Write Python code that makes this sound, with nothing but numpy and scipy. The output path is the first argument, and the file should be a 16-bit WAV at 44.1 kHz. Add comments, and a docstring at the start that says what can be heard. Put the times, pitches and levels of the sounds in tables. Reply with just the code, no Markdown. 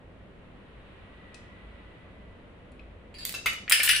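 """A domino run on a tiled floor in a hard, bright room, heard from close by. A row of light tiles topples and
fells a few hard dominoes; these knock over a small and then a tall plastic slab, whose fall sets off a
clatter of sticks and blocks. Each collision is a burst of noise and overtones, most with ringing modes,
heard directly and through the room. Underneath: room noise, rumble, a faint swell of hiss with a thin
whistle, and a few far ticks."""
import sys
import numpy as np
from scipy import signal
from scipy.fft import rfft, irfft, next_fast_len
from scipy.io import wavfile
from scipy.ndimage import uniform_filter1d, map_coordinates

SR = 44100
rng = np.random.default_rng(int(sys.argv[2]) if len(sys.argv) > 2 else 0)


def transcribe(u):
    """Save the signal u as a 16-bit wav file named by the first command-line argument.

    u: samples, shape (n,) or (channels, n), limited to [-1, 1]; the rate is SR.
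    q: integer samples, one column per channel.
    """
    v = np.clip(np.atleast_2d(u).T, -1, 1)
    q = np.round(v * 32767).astype(np.int16)
    wavfile.write(sys.argv[1], SR, q)


N = 176400

# Steady room noise. Each row: frequency in Hz, level in dB per Hz.
AIR_COLOUR = [(100, -8.5), (190, -1), (330, -7.5), (590, -7), (780, -15), (2600, -24.5), (5400, -45.5),
              (10300, -48.5), (16000, -68)]
# Likeness of left and right in the room noise. Each row: frequency in Hz, correlation (no unit).
AIR_LIKENESS = [(40, 1), (300, 0.8), (2000, 0.028)]
# Low rumble of the room. Each row: frequency in Hz, relative level in dB.
RUMBLE_COLOUR = [(25, -15), (38, -11.5), (53, 2.5), (66, -8.5), (90, -4), (200, -29.5), (600, -100)]
# Slow swell of hiss. Each row: time in seconds, level in dB.
HISS_LEVEL = [(0, -67.5), (.55, -62), (.9, -58), (1.8, -58), (2.3, -62), (3.0, -64)]
# Colour of that hiss. 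Each row: frequency in Hz, relative level in dB.
HISS_COLOUR = [(500, -11), (1000, 6.5), (2900, 3.5), (3900, -4.5), (5000, -21.5), (6300, -32),
               (9500, -21.5), (12000, -51)]
# Thin whistle within the hiss. Each row: time in seconds, centre pitch in Hz, centre level in dB.
WHISTLE_PATH = [(.9, 1908, -72), (1.25, 1951, -59.5), (2.25, 1982, -66), (2.5, 1950, -72)]
# Decay of the hard room. Each row: frequency in Hz, time to fall by 60 dB in seconds.
ROOM_DECAY = [(2500, 0.36), (6000, 0.5), (14000, 0.18)]

# Far ticks. Each row: start in seconds, level in dB, brightness in dB per octave.
FAR_TICKS = [(1.344, -43.5, 4.5), (2.718, -62, 9), (2.794, -47, -15.5)]
# What the ticks ring with. Each row: frequency in Hz, relative level in dB, 60 dB decay in seconds.
FAR_TICK_MODES = [(2530, 1, 0.097), (4030, -6, 0.042), (4410, -10, 0.069)]
# Contact of the ticks. Each row: frequency in Hz, relative level in dB.
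FAR_TICK_COLOUR = [(900, -33), (2600, 3.5), (6500, -7.5), (10000, -7), (12000, -47)]

# The row of light tiles. Each row: start in seconds, level in dB.
TILE_HITS = [(3.142, -44.5), (3.185, -39.5), (3.207, -42.5), (3.229, -46), (3.256, -40.5)]
# What a tile rings with. Each row: frequency in Hz, relative level in dB, 60 dB decay in seconds.
TILE_RING = [(4594, 7.5, 0.094), (4800, -1, 0.08), (10000, -6.5, 0.18)]
# Contact of the tiles. Each row: frequency in Hz, relative level in dB.
TILE_CONTACT = [(400, -19), (2600, 6.5), (4700, 3), (5700, -16), (7600, -1), (9500, -20), (15500, -11.5)]

# Hard dominoes meeting edge on. Each row: start in seconds, level in dB, 60 dB contact decay in seconds.
DOMINO_CLICKS = [(3.252, -20, 0.0072), (3.294, -27.5, 0.0032), (3.325, -33.5, 0.0092), (3.697, -15, 0.032),
                 (3.7223, -10, 0.02), (3.8328, -12, 0.069), (3.8522, -19.5, 0.045), (3.8615, -19, 0.047)]
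# Contact of the dominoes. Each row: frequency in Hz, relative level in dB.
DOMINO_CONTACT = [(400, -29), (1500, -3), (4000, -0.5), (6000, -8.5), (8200, 3), (10000, 2.5), (14500, 3)]

# The last domino leans into the small slab. Each row: start in seconds, level in dB, ring over contact in dB.
SLAB_NUDGES = [(3.341, -28.5, 0), (3.3478, -29, 2)]
# What a nudge sets ringing. Each row: frequency in Hz, relative level in dB, 60 dB decay in seconds.
NUDGE_RING = [(1375, -13, 0.14), (2655, -5, 0.3), (2700, -1.5, 0.17), (5280, -0.5, 0.025), (6560, -9, 0.08)]
# Contact of the nudges. Each row: frequency in Hz, relative level in dB.
NUDGE_CONTACT = [(400, -9), (2000, -1.5), (5600, -9), (15000, -15)]
# The small slab strikes the tall one and rebounds. Each row: start in seconds, level in dB.
SLAB_SLAPS = [(3.4595, -17), (3.4625, -22), (3.4685, -19), (3.482, -30.5), (3.5321, -30.5), (3.547, -52)]
# What the small slab rings with. 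Each row: frequency in Hz, relative level in dB, 60 dB decay in seconds.
SLAP_RING = [(1350, -9, .07), (1560, -10, .06), (2042, -1, .05), (2132, 1, .07), (2380, -2, .05),
             (2650, -7, .15), (2935, -8, .22), (3746, -11, .1)]
# Contact of the slaps. Each row: frequency in Hz, relative level in dB.
SLAP_CONTACT = [(250, -10.5), (800, -7), (2200, 7), (3300, -5), (8000, -11.5), (15000, -14.5)]

# The tall slab, sticks and blocks land on the floor.
# Each row: start in seconds, level in dB, brightness in dB per octave, centre pitch of the knock in Hz.
LANDINGS = [(3.679, -28, -18, 2230), (3.712, -16.5, -13, 1910), (3.7205, -12.5, 2.5, 1820),
            (3.7232, -11.5, 0, 2395), (3.727, -15.5, -2.5, 1706), (3.7395, -24, -3, 2430),
            (3.781, -22, -4, 2920), (3.7937, -27, -10, 1520), (3.797, -31.5, 3, 565),
            (3.802, -15.5, -9, 2415), (3.84, -25.5, 15, 1590), (3.8468, -23.5, -6, 2580),
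            (3.876, -16, -12.5, 1794), (3.8885, -14.5, 12, 2685), (3.892, -10, -2.5, 1877),
            (3.897, -16, 3, 1800), (3.912, -15.5, 7.5, 2900), (3.932, -18.5, 1, 1710), (3.95, -21, 0, 1650),
            (3.9629, -17.5, 0, 2870)]
# What the tall slab and the blocks ring with. Each row: frequency in Hz, relative level in dB.
LANDING_RING = [(1455, -6), (1746, 0), (1819, -3), (2323, -3), (2418, -2), (2636, 0), (2863, -3),
                (2928, -1), (3001, -2), (3259, -7)]
# Contact of the landings. Each row: frequency in Hz, relative level in dB.
LANDING_CONTACT = [(250, -51), (580, -13.5), (850, -11), (1600, 3.5), (2700, 12), (3700, 5), (5200, 5),
                   (7000, -8), (9700, 5), (15000, -11)]

AIR_DB, RUMBLE_DB, RUMBLE_SURGE_DB = -52.5, -53, 0.5
ROOM_BUILD_S = 0.00039
HIT_T = np.arange(SR // 4) / SR  # clock of one collision (s)
LEVEL_WINDOW = SR * .002  # a hit at 0 dB has the energy of 2 ms at rms 1 (samples)
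TILT_FROM_HZ = 2530  # brightness acts above this; a softer contact loses what lies there
# plastic pieces also sound overtones of their own: range (Hz), 60 dB decay (s), level over the chatter (dB)
OVERTONE_HZ, OVERTONE_T60, OVERTONE_DB = (1292.5, 15410), 0.087, -1
RING_RISE = 1 - np.exp(-HIT_T / .0008)  # modes take a moment to build up
RING_WAVER = 0.0082  # least relative pitch waver of a rattling piece; detuning adds to it
LANDING_RING_T60 = 0.17  # (s)
# knock of a landing: 60 dB decay (s), relative spread of its modes, level over the contact (dB)
KNOCK_T60, KNOCK_SPREAD, KNOCK_DB = .05, .07, -3.5
# small bounces between the landings: span (s), number, mean level (dB), spread (dB)
BOUNCE_SPAN, BOUNCE_COUNT, BOUNCE_DB, BOUNCE_SPREAD_DB = (3.735, 3.99), 12, -31, 2
TOP_HZ = 15500  # band limit of the microphone


def amp(db):
    """Decibels to gain."""
    return 10 ** (np.asarray(db) / 20)


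def unit(x):
    """Scale to rms 1."""
    return x / np.sqrt(np.mean(x ** 2) + 1e-20)


def along(points, hz):
    """Read (Hz, value) points on a log frequency axis."""
    f, v = np.transpose(points)
    return np.interp(np.log(hz + 1), np.log(f + 1), v)


def curves(rows):
    """One value per sample for each column after the time."""
    seconds, *columns = np.transpose(rows)
    return [np.interp(np.arange(N) / SR, seconds, column) for column in columns]


def wobble(rate):
    """A smooth random curve, rate knots a second."""
    knots = rng.standard_normal(int(N * rate / SR) + 4)
    return map_coordinates(knots, [np.arange(N) * rate / SR])


def filtered(x, response):
    """x times a response of frequency."""
    n = x.shape[-1]
    padded = next_fast_len(n + SR // 10)
    spectrum = rfft(x, padded) * response(np.fft.rfftfreq(padded, 1 / SR))
    return irfft(spectrum, padded)[..., :n]


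def tone(hz):
    """A sine of rms 1 that follows a pitch curve."""
    return np.sqrt(2) * np.sin(2 * np.pi * np.cumsum(hz) / SR)


def rush(colour):
    """Stereo room noise of rms 1, nearly mono in the bass."""
    def mid_side(hz):
        # twice this angle has the wanted left-right correlation as its cosine
        angle = np.arccos(np.clip(along(AIR_LIKENESS, hz), -1, 1)) / 2
        return amp(along(colour, hz)) * [np.cos(angle), np.sin(angle)]

    mid, side = filtered(rng.standard_normal((2, N)), mid_side)
    return unit(np.array([mid + side, mid - side]))


def fuzzy_whistle():
    """A thin sine whose pitch and level waver separately on each side."""
    pitch_hz, level_db = curves(WHISTLE_PATH)
    sides = []
    for _ in range(2):
        level = amp(level_db + 1.6 * wobble(40.1))
        sides.append(level * tone(pitch_hz + 35 * wobble(150)))
    return np.array(sides)


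def background():
    """Room noise, a surging rumble, and a slow swell of hiss that carries the whistle."""
    air = amp(AIR_DB) * rush(AIR_COLOUR)
    rumble = amp(RUMBLE_DB + RUMBLE_SURGE_DB * wobble(10)) * rush(RUMBLE_COLOUR)
    hiss_db, = curves(HISS_LEVEL)
    hiss = amp(hiss_db) * rush(HISS_COLOUR)
    return air + rumble + hiss + fuzzy_whistle()


def room():
    """The room's stereo answer to a hit: decaying noise of energy 1 on the left, drawn anew each time."""
    hz, t, bands = signal.stft(rng.standard_normal((2, SR // 2)), SR, nperseg=256)
    decay = amp(-60 * t / along(ROOM_DECAY, hz)[:, None])
    tail = signal.istft(bands * decay, SR, nperseg=256)[1]
    tail = tail * (1 - np.exp(-np.arange(tail.shape[1]) / SR / ROOM_BUILD_S))
    return tail / np.linalg.norm(tail[0])


def brightness(hz, tilt_db):
    """Level in dB of a tilt per octave above its corner."""
    return tilt_db * np.log2(np.maximum(hz / TILT_FROM_HZ, 1))


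def causal(colour, tilt_db, size=1024):
    """The shortest (minimum-phase) impulse response with this colour and tilt, up to a gain."""
    hz = np.fft.rfftfreq(size, 1 / SR)
    cepstrum = irfft(np.log(amp(along(colour, hz) + brightness(hz, tilt_db))))
    # fold the cepstrum onto positive times; the phase term restores its one-sample offset
    folded = rfft(2 * cepstrum[1:size // 2], size) * np.exp(-2j * np.pi * hz / SR)
    return irfft(np.exp(folded))


def contact(colour, contact_t60, tilt_db, overtone_db):
    """The touch of two surfaces: dying noise, mostly alike on both sides, and 18 random overtones."""
    t = HIT_T
    noise = rng.standard_normal(len(t)) + .5 * rng.standard_normal((2, len(t)))
    chatter = unit(noise * amp(-60 * t / contact_t60))
    pitches = rng.uniform(*OVERTONE_HZ, size=(18, 1))
    overtones = np.sin(2 * np.pi * pitches * t).sum(axis=0) * amp(-60 * t / OVERTONE_T60)
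    source = chatter + amp(OVERTONE_DB + overtone_db) * unit(overtones)
    return unit(signal.fftconvolve(source, causal(colour, tilt_db)[None], axes=1)[:, :len(t)])


def knock(hz):
    """A few close, quickly damped modes give a landing its own pitch."""
    cluster = hz * (1 + KNOCK_SPREAD * (np.arange(-1, 2) + rng.random(size=3) - .5))
    waves = np.sin(2 * np.pi * cluster[:, None] * HIT_T).sum(axis=0)
    return unit(RING_RISE * waves * amp(-60 * HIT_T / KNOCK_T60))


def ringing(modes, tilt_db, detune):
    """The modes of one piece, stirred differently by each blow and wavering as it rattles."""
    t = HIT_T
    waver = unit(uniform_filter1d(rng.standard_normal(len(t)), size=200))
    clock = np.cumsum(1 + detune * rng.normal() + (RING_WAVER + detune) * waver) / SR
    ring = np.zeros(len(t))
    for hz, db, t60 in modes:
        level_db = db + brightness(hz, tilt_db) + 2 * rng.normal()
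        ring += amp(level_db - 60 * t / t60) * np.sin(2 * np.pi * (hz * clock + rng.random()))
    return RING_RISE * ring


def hit(colour, contact_t60, room_db, pan_db, modes=(), ring_db=0, tilt_db=0, overtone_db=0, knock_hz=0,
        detune=0):
    """One collision: contact, knock and ring, heard directly (pan_db is left over right) and via the room."""
    body = contact(colour, contact_t60, tilt_db, overtone_db)
    if knock_hz:
        body = unit(body + amp(KNOCK_DB) * knock(knock_hz))
    if len(modes):
        body = unit(body + amp(ring_db) * unit(ringing(modes, tilt_db, detune)))
    body = body * np.sqrt(LEVEL_WINDOW / len(HIT_T))
    out = amp(room_db) * signal.fftconvolve(body, room(), axes=1)
    out[:, :len(HIT_T)] += body * amp([[pan_db / 2], [-pan_db / 2]])
    return out


def play(hits):
    """Lay (s, dB, sound) collisions on the time line."""
    out = np.zeros((2, N + 2 * SR))
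    for s, db, sound in hits:
        start = round(s * SR)
        out[:, start:start + sound.shape[1]] += amp(db) * sound
    return out[:, :N]


def far_ticks():
    """Small things touched elsewhere in the room, well to the left: short contacts with a brief ring."""
    return play((s, db, hit(FAR_TICK_COLOUR, contact_t60=0.033, room_db=-1, pan_db=9, modes=FAR_TICK_MODES,
                            overtone_db=-10, tilt_db=tilt))
                for s, db, tilt in FAR_TICKS)


def tiles():
    """The light tiles tip one another over, a touch to the right: ringing taps with much room."""
    return play((s, db, hit(TILE_CONTACT, contact_t60=0.011, room_db=8, pan_db=-1, modes=TILE_RING,
                            ring_db=1, detune=0.016))
                for s, db in TILE_HITS)


def dominoes():
    """Hard dominoes click brightly and hardly ring."""
    return play((s, db, hit(DOMINO_CONTACT, contact_t60=t60, room_db=1, pan_db=-1.0, overtone_db=-18))
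                for s, db, t60 in DOMINO_CLICKS)


def small_slab():
    """The small slab is nudged, tips and slaps against the tall one, its modes ringing."""
    nudges = play((s, db, hit(NUDGE_CONTACT, contact_t60=0.028, room_db=1.5, pan_db=0, modes=NUDGE_RING,
                              ring_db=ring_db, detune=RING_WAVER))
                  for s, db, ring_db in SLAB_NUDGES)
    slaps = play((s, db, hit(SLAP_CONTACT, contact_t60=0.031, room_db=0, pan_db=2.5, modes=SLAP_RING))
                 for s, db in SLAB_SLAPS)
    return nudges + slaps


def small_bounces():
    """Random small bounces among the landings, without a knock: (s, dB, dB per octave, 0)."""
    bounces = []
    for _ in range(BOUNCE_COUNT):
        level_db = BOUNCE_DB + BOUNCE_SPREAD_DB * rng.normal()
        bounces.append((rng.uniform(*BOUNCE_SPAN), level_db, 2 + rng.normal(), 0))
    return bounces


def collapse():
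    """The tall slab lands and the pieces scatter: pitched clacks with small bounces between."""
    modes = [(hz, db, LANDING_RING_T60) for hz, db in LANDING_RING]
    return play((s, db, hit(LANDING_CONTACT, contact_t60=0.02, room_db=-2, pan_db=5, modes=modes,
                            ring_db=-6.5, tilt_db=tilt, knock_hz=hz))
                for s, db, tilt, hz in list(LANDINGS) + small_bounces())


def scene():
    """The whole run over the room's background."""
    run = tiles() + dominoes() + small_slab() + collapse()
    return background() + far_ticks() + run


def record(dry, notch_hz=11700, notch_width_hz=480, notch_db=-20):
    """The microphone has a notch in the high treble and a steep band limit."""
    def response(hz):
        notch = amp(notch_db * np.exp(-((hz - notch_hz) / notch_width_hz) ** 2))
        return notch / (1 + (hz / TOP_HZ) ** 120)

    return filtered(dry, response)


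dry = scene()
out = record(dry)
transcribe(out)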